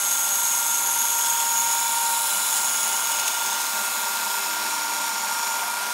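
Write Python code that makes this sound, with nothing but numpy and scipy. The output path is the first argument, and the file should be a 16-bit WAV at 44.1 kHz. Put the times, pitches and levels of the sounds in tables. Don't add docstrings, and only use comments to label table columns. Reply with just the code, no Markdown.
import sys
import numpy as np
from scipy import signal
from scipy.fft import rfft, irfft, next_fast_len
from scipy.io import wavfile

SR = 44100
rng = np.random.default_rng(int(sys.argv[2]) if len(sys.argv) > 2 else 0)


def boost(x):
    u = np.asarray(x, float) / 20
    return 10 ** u


def put_to_file(sound):
    columns = np.atleast_2d(sound).T
    safe = np.clip(columns, -1, 1)
    whole_steps = np.round(safe * 32767)
    wavfile.write(sys.argv[1], SR, whole_steps.astype(np.int16))


N = 261513
TIME = np.arange(N) / SR


def rms_one(x):
    return x / np.sqrt(np.mean(x ** 2) + 1e-20)


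def in_time(rows):
    s, *columns = np.transpose(rows)
    return [np.interp(TIME, s, c) for c in columns]


def drift(rate_hz):
    pole = np.exp(-80 * np.pi * rate_hz / SR)
    white = rng.standard_normal(N // 40 + 2002)
    slow = signal.lfilter([1], [1, -2 * pole, pole * pole], white)[2000:]
    return np.interp(np.arange(N) / 40, np.arange(len(slow)), rms_one(slow - slow.mean()))


def coloured(x, points):
    size = next_fast_len(N)
    bin_hz = np.maximum(np.arange(size // 2 + 1) * SR / size, 1)
    point_hz, point_db = np.transpose(points)
    gain = boost(np.interp(np.log(bin_hz), np.log(point_hz), point_db))
    return rms_one(irfft(rfft(x, size) * gain, size)[:N])


def resonate(x, hz, width_hz):
    r = np.exp(-np.pi * width_hz / SR)
    poles = [1, -2 * r * np.cos(2 * np.pi * hz / SR), r * r]
    return signal.lfilter([(1 - r * r) / 2, 0, (r * r - 1) / 2], poles, x)


def body(x, modes):
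    total = 0
    for k, (hz, width_hz, db) in enumerate(modes):
        total = total + (-1) ** k * boost(db) * resonate(x, hz, width_hz)
    return rms_one(total)


def ring(shake, hz, width_hz):
    pole = np.exp(-1.5 * np.pi * width_hz / SR)
    swing = signal.lfilter([1], [1, -2 * pole, pole ** 2], shake)
    cycles = np.cumsum(hz + np.zeros(len(shake))) / SR
    return rms_one(np.real(swing * np.exp(2j * np.pi * cycles)))


def spell(start_s, end_s, fade_s):
    return np.clip(np.minimum(TIME - start_s, end_s - TIME) / (2 * fade_s) + .5, 0, 1)


def order(turns, multiple, slip_rad, start_cycles):
    phase = 2 * np.pi * (multiple * turns + start_cycles) + slip_rad * drift(3.6)
    return np.sqrt(2) * np.sin(phase)


def tone(hz, wobble_hz, rate_hz):
    cycles = np.cumsum(hz + wobble_hz * drift(rate_hz)) / SR + rng.random()
    return np.sqrt(2) * np.sin(2 * np.pi * cycles)


def span_tone(rows, wobble_hz, fade_s=0.044):
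    hz, level_db = in_time(rows)
    to_edge_s = np.minimum(TIME - rows[0][0], rows[-1][0] - TIME)
    gate = np.clip(to_edge_s / fade_s + 1, 0, 1)
    return gate * boost(level_db) * tone(hz, wobble_hz, 4.1)


def shaft_turns():
    # time in seconds, speed in turns per second.
    shaft = [(0, 25.86), (1, 25.81), (2.3, 25.74), (4.2, 25.74), (4.6, 25.81), (4.9, 25.75), (5.4, 25.78),
             (5.93, 25.9)]
    return np.cumsum(in_time(shaft)[0]) / SR


def bite(turns):
    turn_throb = [(1, .04), (3, .06), (4, .06), (5, .04), (6, .08), (7, .05)]
    # time in seconds, extra level in dB, half length in seconds.
    catches = [(.116, 2, .01), (.993, 2.5, .004), (1.19, 2, .008), (1.267, 2.5, .01), (1.405, 2.5, .008),
               (1.732, 2, .008), (1.926, 2, .005), (2.275, 2.5, .005), (2.57, 3, .01), (3.072, 4, .002),
               (3.118, 5, .004), (3.198, 6, .003), (3.281, 7.5, .005), (5.473, 3, .006)]
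    teeth_per_turn = 7.712
    tooth = 2 * np.pi * teeth_per_turn * turns
    teeth = 1 + .14 * np.cos(tooth) + .05 * np.cos(2 * tooth)
    throb = 1 + sum(depth * np.cos(2 * np.pi * (k * turns + rng.random())) for k, depth in turn_throb)
    catch_db = sum(db * np.exp(-((TIME - s) / half_s) ** 2) for s, db, half_s in catches)
    return teeth * throb * boost(catch_db + .5 * drift(150.0))


def scrape(force):
    # time in seconds, scrape level in dB, head shadow from 0 to 1.
    cut = [
        (0, -26, 0),
        (1.2, -26, 0.04),
        (2.3, -25, .05),
        (2.9, -25, .1),
        (3.35, -27.5, .5),
        (4.2, -27.5, .55),
        (4.6, -29.5, 0.95),
        (5.93, -30.5, 0.98),
    ]
    # frequency in Hz, density in dB per Hz.
    scrape_bright = [(1000, -4), (1700, -8), (3400, -1), (4600, -5), (5900, -2.5), (7200, 5.5), (8800, -2),
                     (9800, 4.5), (10700, -3), (12000, -3.5), (13500, -0.5), (14700, -10), (15700, 0.5)]
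    scrape_dull = [(1000, -3), (1700, -1.5), (3400, -0.5), (4600, -0.5), (5900, 1.5), (7000, 0.5),
                   (8300, -0.5), (9600, 1.5), (10900, -6.5), (12200, -2.5), (13200, -6), (15000, -10),
                   (15700, -7)]
    scrape_db, shadow = in_time(cut)
    shadow = np.clip(shadow, 0, 1)
    ripple = np.transpose([np.linspace(500, 16500, 320), 2.2 * rng.standard_normal(320)])
    chips = coloured(force * rng.standard_normal(N), ripple)
    hiss = (1 - shadow) * coloured(chips, scrape_bright) + shadow * coloured(chips, scrape_dull)
    total, edges_hz = 0, np.geomspace(1200, 19500, 14)
    for k, (low_hz, high_hz) in enumerate(zip(edges_hz, edges_hz[1:])):
        sos = signal.butter(2, [low_hz, high_hz], "band", fs=SR, output="sos")
        flutter = boost(.5 * drift(12.0) + .5 * drift(5.3))
        total = total + (-1) ** k * flutter * signal.sosfilt(sos, hiss)
    return boost(scrape_db) * rms_one(total)


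def rings(force):
    # time in seconds, frequency in Hz, level in dB rms.
    chatter = [(0, 6580, -28.5), (1.1, 6690, -28.5), (1.6, 6715, -27), (1.9, 6890, -31), (2.3, 6950, -37),
               (2.6, 6730, -30), (3.0, 6730, -33.5), (3.6, 6500, -34.5), (3.9, 6820, -37), (5.5, 6920, -37),
               (5.93, 6900, -52)]
    # start in seconds, end in seconds, frequency in Hz, width in Hz, level in dB rms.
    other_modes = [(-.3, 2.0, 6687, 12, -35.5), (2.5, 3.3, 6680, 25, -38), (5.3, 6.2, 6560, 150, -47),
                   (4.55, 5.6, 5600, 300, -41), (-.3, .8, 8050, 170, -34), (1.2, 1.5, 8150, 350, -35),
                   (1.65, 3.1, 8640, 120, -43), (2.5, 3.1, 7600, 90, -47), (-.3, 1.15, 9700, 800, -35),
                   (1.4, 3.1, 9930, 30, -41), (2.1, 2.95, 10050, 700, -34.5), (1.65, 2.7, 9415, 100, -42),
                   (4.6, 6.2, 9800, 80, -46), (-.3, 1.3, 6380, 250, -36),
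                   (-.3, 1.2, 11400, 300, -33), (1.15, 1.65, 11570, 350, -36), (1.6, 2.55, 11335, 250, -37),
             (-.3, 1.2, 12318, 80, -38), (3.0, 3.75, 12380, 200, -42), (3.7, 4.3, 11950, 400, -40),
             (4.2, 4.62, 12150, 450, -38), (4.7, 6.2, 11720, 200, -42), (-.3, 1.8, 14410, 300, -46),
             (2.1, 2.7, 14800, 400, -51), (2.9, 5.7, 14250, 700, -47),
                   (1.75, 2.1, 3960, 70, -45), (2.05, 2.52, 3985, 110, -39.5), (-.3, 2.3, 2916, 40, -48),
             (2.25, 3.6, 2916, 30, -42.5), (-.3, 2.4, 3510, 50, -48), (3.8, 4.65, 2600, 70, -45),
             (1.6, 2.1, 2350, 60, -46), (4.6, 5.8, 2347, 60, -45), (3.1, 3.7, 3530, 200, -43),
             (1.05, 1.45, 3320, 200, -43), (4.1, 4.7, 5230, 150, -44), (3.6, 4.9, 3950, 200, -45),
             (5.62, 5.8, 712, 25, -45), (1.2, 3.7, 5280, 200, -44)]
    chatter_width_hz, fade_s = 300, .1
    white = [1, 1j] @ rng.standard_normal((2, N))
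    chatter_hz, chatter_db = in_time(chatter)
    out = boost(chatter_db + 1.5 * drift(7.5)) * ring(force * white, chatter_hz, chatter_width_hz)
    for start_s, end_s, mode_hz, width_hz, db in other_modes:
        gate = spell(start_s, end_s, fade_s)
        alive = gate > 0
        shake = force * np.roll(white, rng.integers(N))
        out[alive] += boost(db) * np.sqrt(gate[alive]) * ring(shake[alive], mode_hz, width_hz)
    return out


def cutting(turns):
    force = bite(turns)
    return scrape(force) + rings(force)


def hum(turns, late):
    hum_order = [7.712, 15.424, 23.136, 30.848, 38.56, 33.42, 34, 38, 40.1, 41, 42, 43.6, 45, 46.15, 48,
                 48.9, 55, 59, 60, 72, 82.3, 83.3, 91, 101, 108.8]
    # early level in dB rms, late level in dB rms.
    hum_db = [(-68.5, -62), (-61, -58), (-56, -54), (-47.5, -47), (-63.5, -52), (-50, -52), (-60, -56.5),
              (-55, -52), (-55, -54), (-56, -53), (-58, -49), (-57, -56), (-58, -48), (-54, -58),
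              (-48, -48), (-64.5, -56), (-53, -51), (-56, -53), (-56, -56), (-56, -59.5), (-60, -52),
              (-52, -65), (-54, -54), (-59.5, -52), (-68, -56)]
    lap_s, lap_at_s, lap_depth = .292, .87, .5
    lines = []
    for multiple, (early_db, late_db) in zip(hum_order, hum_db):
        level_db = early_db + late * (late_db - early_db) + 1.8 * drift(3.4)
        lines.append(boost(level_db) * order(turns, multiple, 0.5, rng.random()))
    lap = lap_depth * np.cos(2 * np.pi * (TIME - lap_at_s) / lap_s)
    return (1 + lap) * sum(lines[:5]) + sum(lines[5:])


def singing(turns):
    sing_order = [35, 36, 37, 35.6]
    # start in seconds, end in seconds, start level and end level in dB rms.
    sing = [
        [(0, 1.0, -46, -51), (1.5, 3.55, -44.5, -38), (3.8, 4.5, -46, -40.5), (4.55, 5.7, -41.5, -39)],
        [(.33, 1.15, -39.5, -33), (1.15, 2.24, -31, -28), (2.26, 2.45, -39, -43), (2.8, 4.4, -38.5, -38.5)],
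        [(.3, 1.4, -43, -44), (2.3, 2.75, -43, -39), (3.3, 3.6, -43, -41), (3.85, 6, -41.5, -36.5)],
        [(4.451, 5.751, -38, -38)],
    ]
    rest_db, fade_s = -52, .08
    out = 0
    for multiple, spells in zip(sing_order, sing):
        loud = 0
        for start_s, end_s, start_db, end_db in spells:
            level = boost(np.interp(TIME, [start_s, end_s], [start_db, end_db]))
            loud = loud + spell(start_s, end_s, fade_s) * level
        level = np.maximum(boost(rest_db), loud) * boost(.5 * drift(4.0))
        out = out + level * order(turns, multiple, .2, 0)
    return out


def machine(turns):
    # frequency in Hz, density in dB per Hz.
    rumble_points = [(18, -81), (30, -65), (142, -41), (211, -16), (441, -17.5), (670, -9), (834, -8),
                     (922, -3), (1040, -6.5), (1285, -15.5), (1355, -6), (1470, -11), (1740, -28),
                     (2170, -10), (3500, -25), (4550, -19.5), (7700, -120)]
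    # frequency in Hz, width in Hz, level in dB.
    frame_modes = [(218.5, 27, -11.5), (780, 150, -25), (933, 93, 0.5), (1190, 70, -8), (1550, 78, -2.5),
                   (2160, 170, -14.5)]
    shift_from_s, shift_over_s = 1.77, 1.3
    late = np.clip((TIME - shift_from_s) / shift_over_s, 0, 1)
    rumble = boost(-39.5 + 2.5 * late) * coloured(rng.standard_normal(N), rumble_points)
    knock = 1 + .5 * np.cos(2 * np.pi * turns) + 0.41 * np.cos(4 * np.pi * turns + 3.0)
    frame = boost(-39 + 1.0 * late) * body(knock * rng.standard_normal(N), frame_modes)
    return rumble + frame + hum(turns, late) + singing(turns)


def extractor_fan():
    # time in seconds, frequency in Hz, level in dB.
    fan = [(0, 1394, -36.5), (2.2, 1399, -35.8), (4.1, 1402.5, -34.2), (5.93, 1402.8, -33.6)]
    return boost(.8 * drift(10.0)) * span_tone(fan, wobble_hz=.6)


def blade_moans():
    # time in seconds, frequency in Hz, level in dB.
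    moans = [
        [(.74, 336, -58), (1.04, 368, -56)],
        [(4.33, 395, -56), (4.41, 408, -51), (4.51, 323, -51), (4.8, 311, -52), (5.11, 280, -56)],
    ]
    return sum(span_tone(rows, wobble_hz=1.1) for rows in moans)


def scene():
    turns = shaft_turns()
    return (cutting(turns) + machine(turns) + extractor_fan() + blade_moans())[None]


def low_pass(x):
    return signal.sosfilt(signal.butter(12, 16620, fs=SR, output="sos"), x)


def record(dry):
    low_cut = signal.butter(4, 170, "high", fs=SR, output="sos")
    top_cut = signal.ellip(16, .3, 80, 15730, fs=SR, output="sos")
    bass = coloured(rng.standard_normal(N), [(20, -10), (120, 4), (200, -22.5)])
    faint = boost(-74.5 + 4.6 * drift(2.0)) * bass
    mix = signal.sosfilt(top_cut, signal.sosfilt(low_cut, dry) + faint)
    return low_pass(mix)


dry = scene()
out = record(dry)
put_to_file(out)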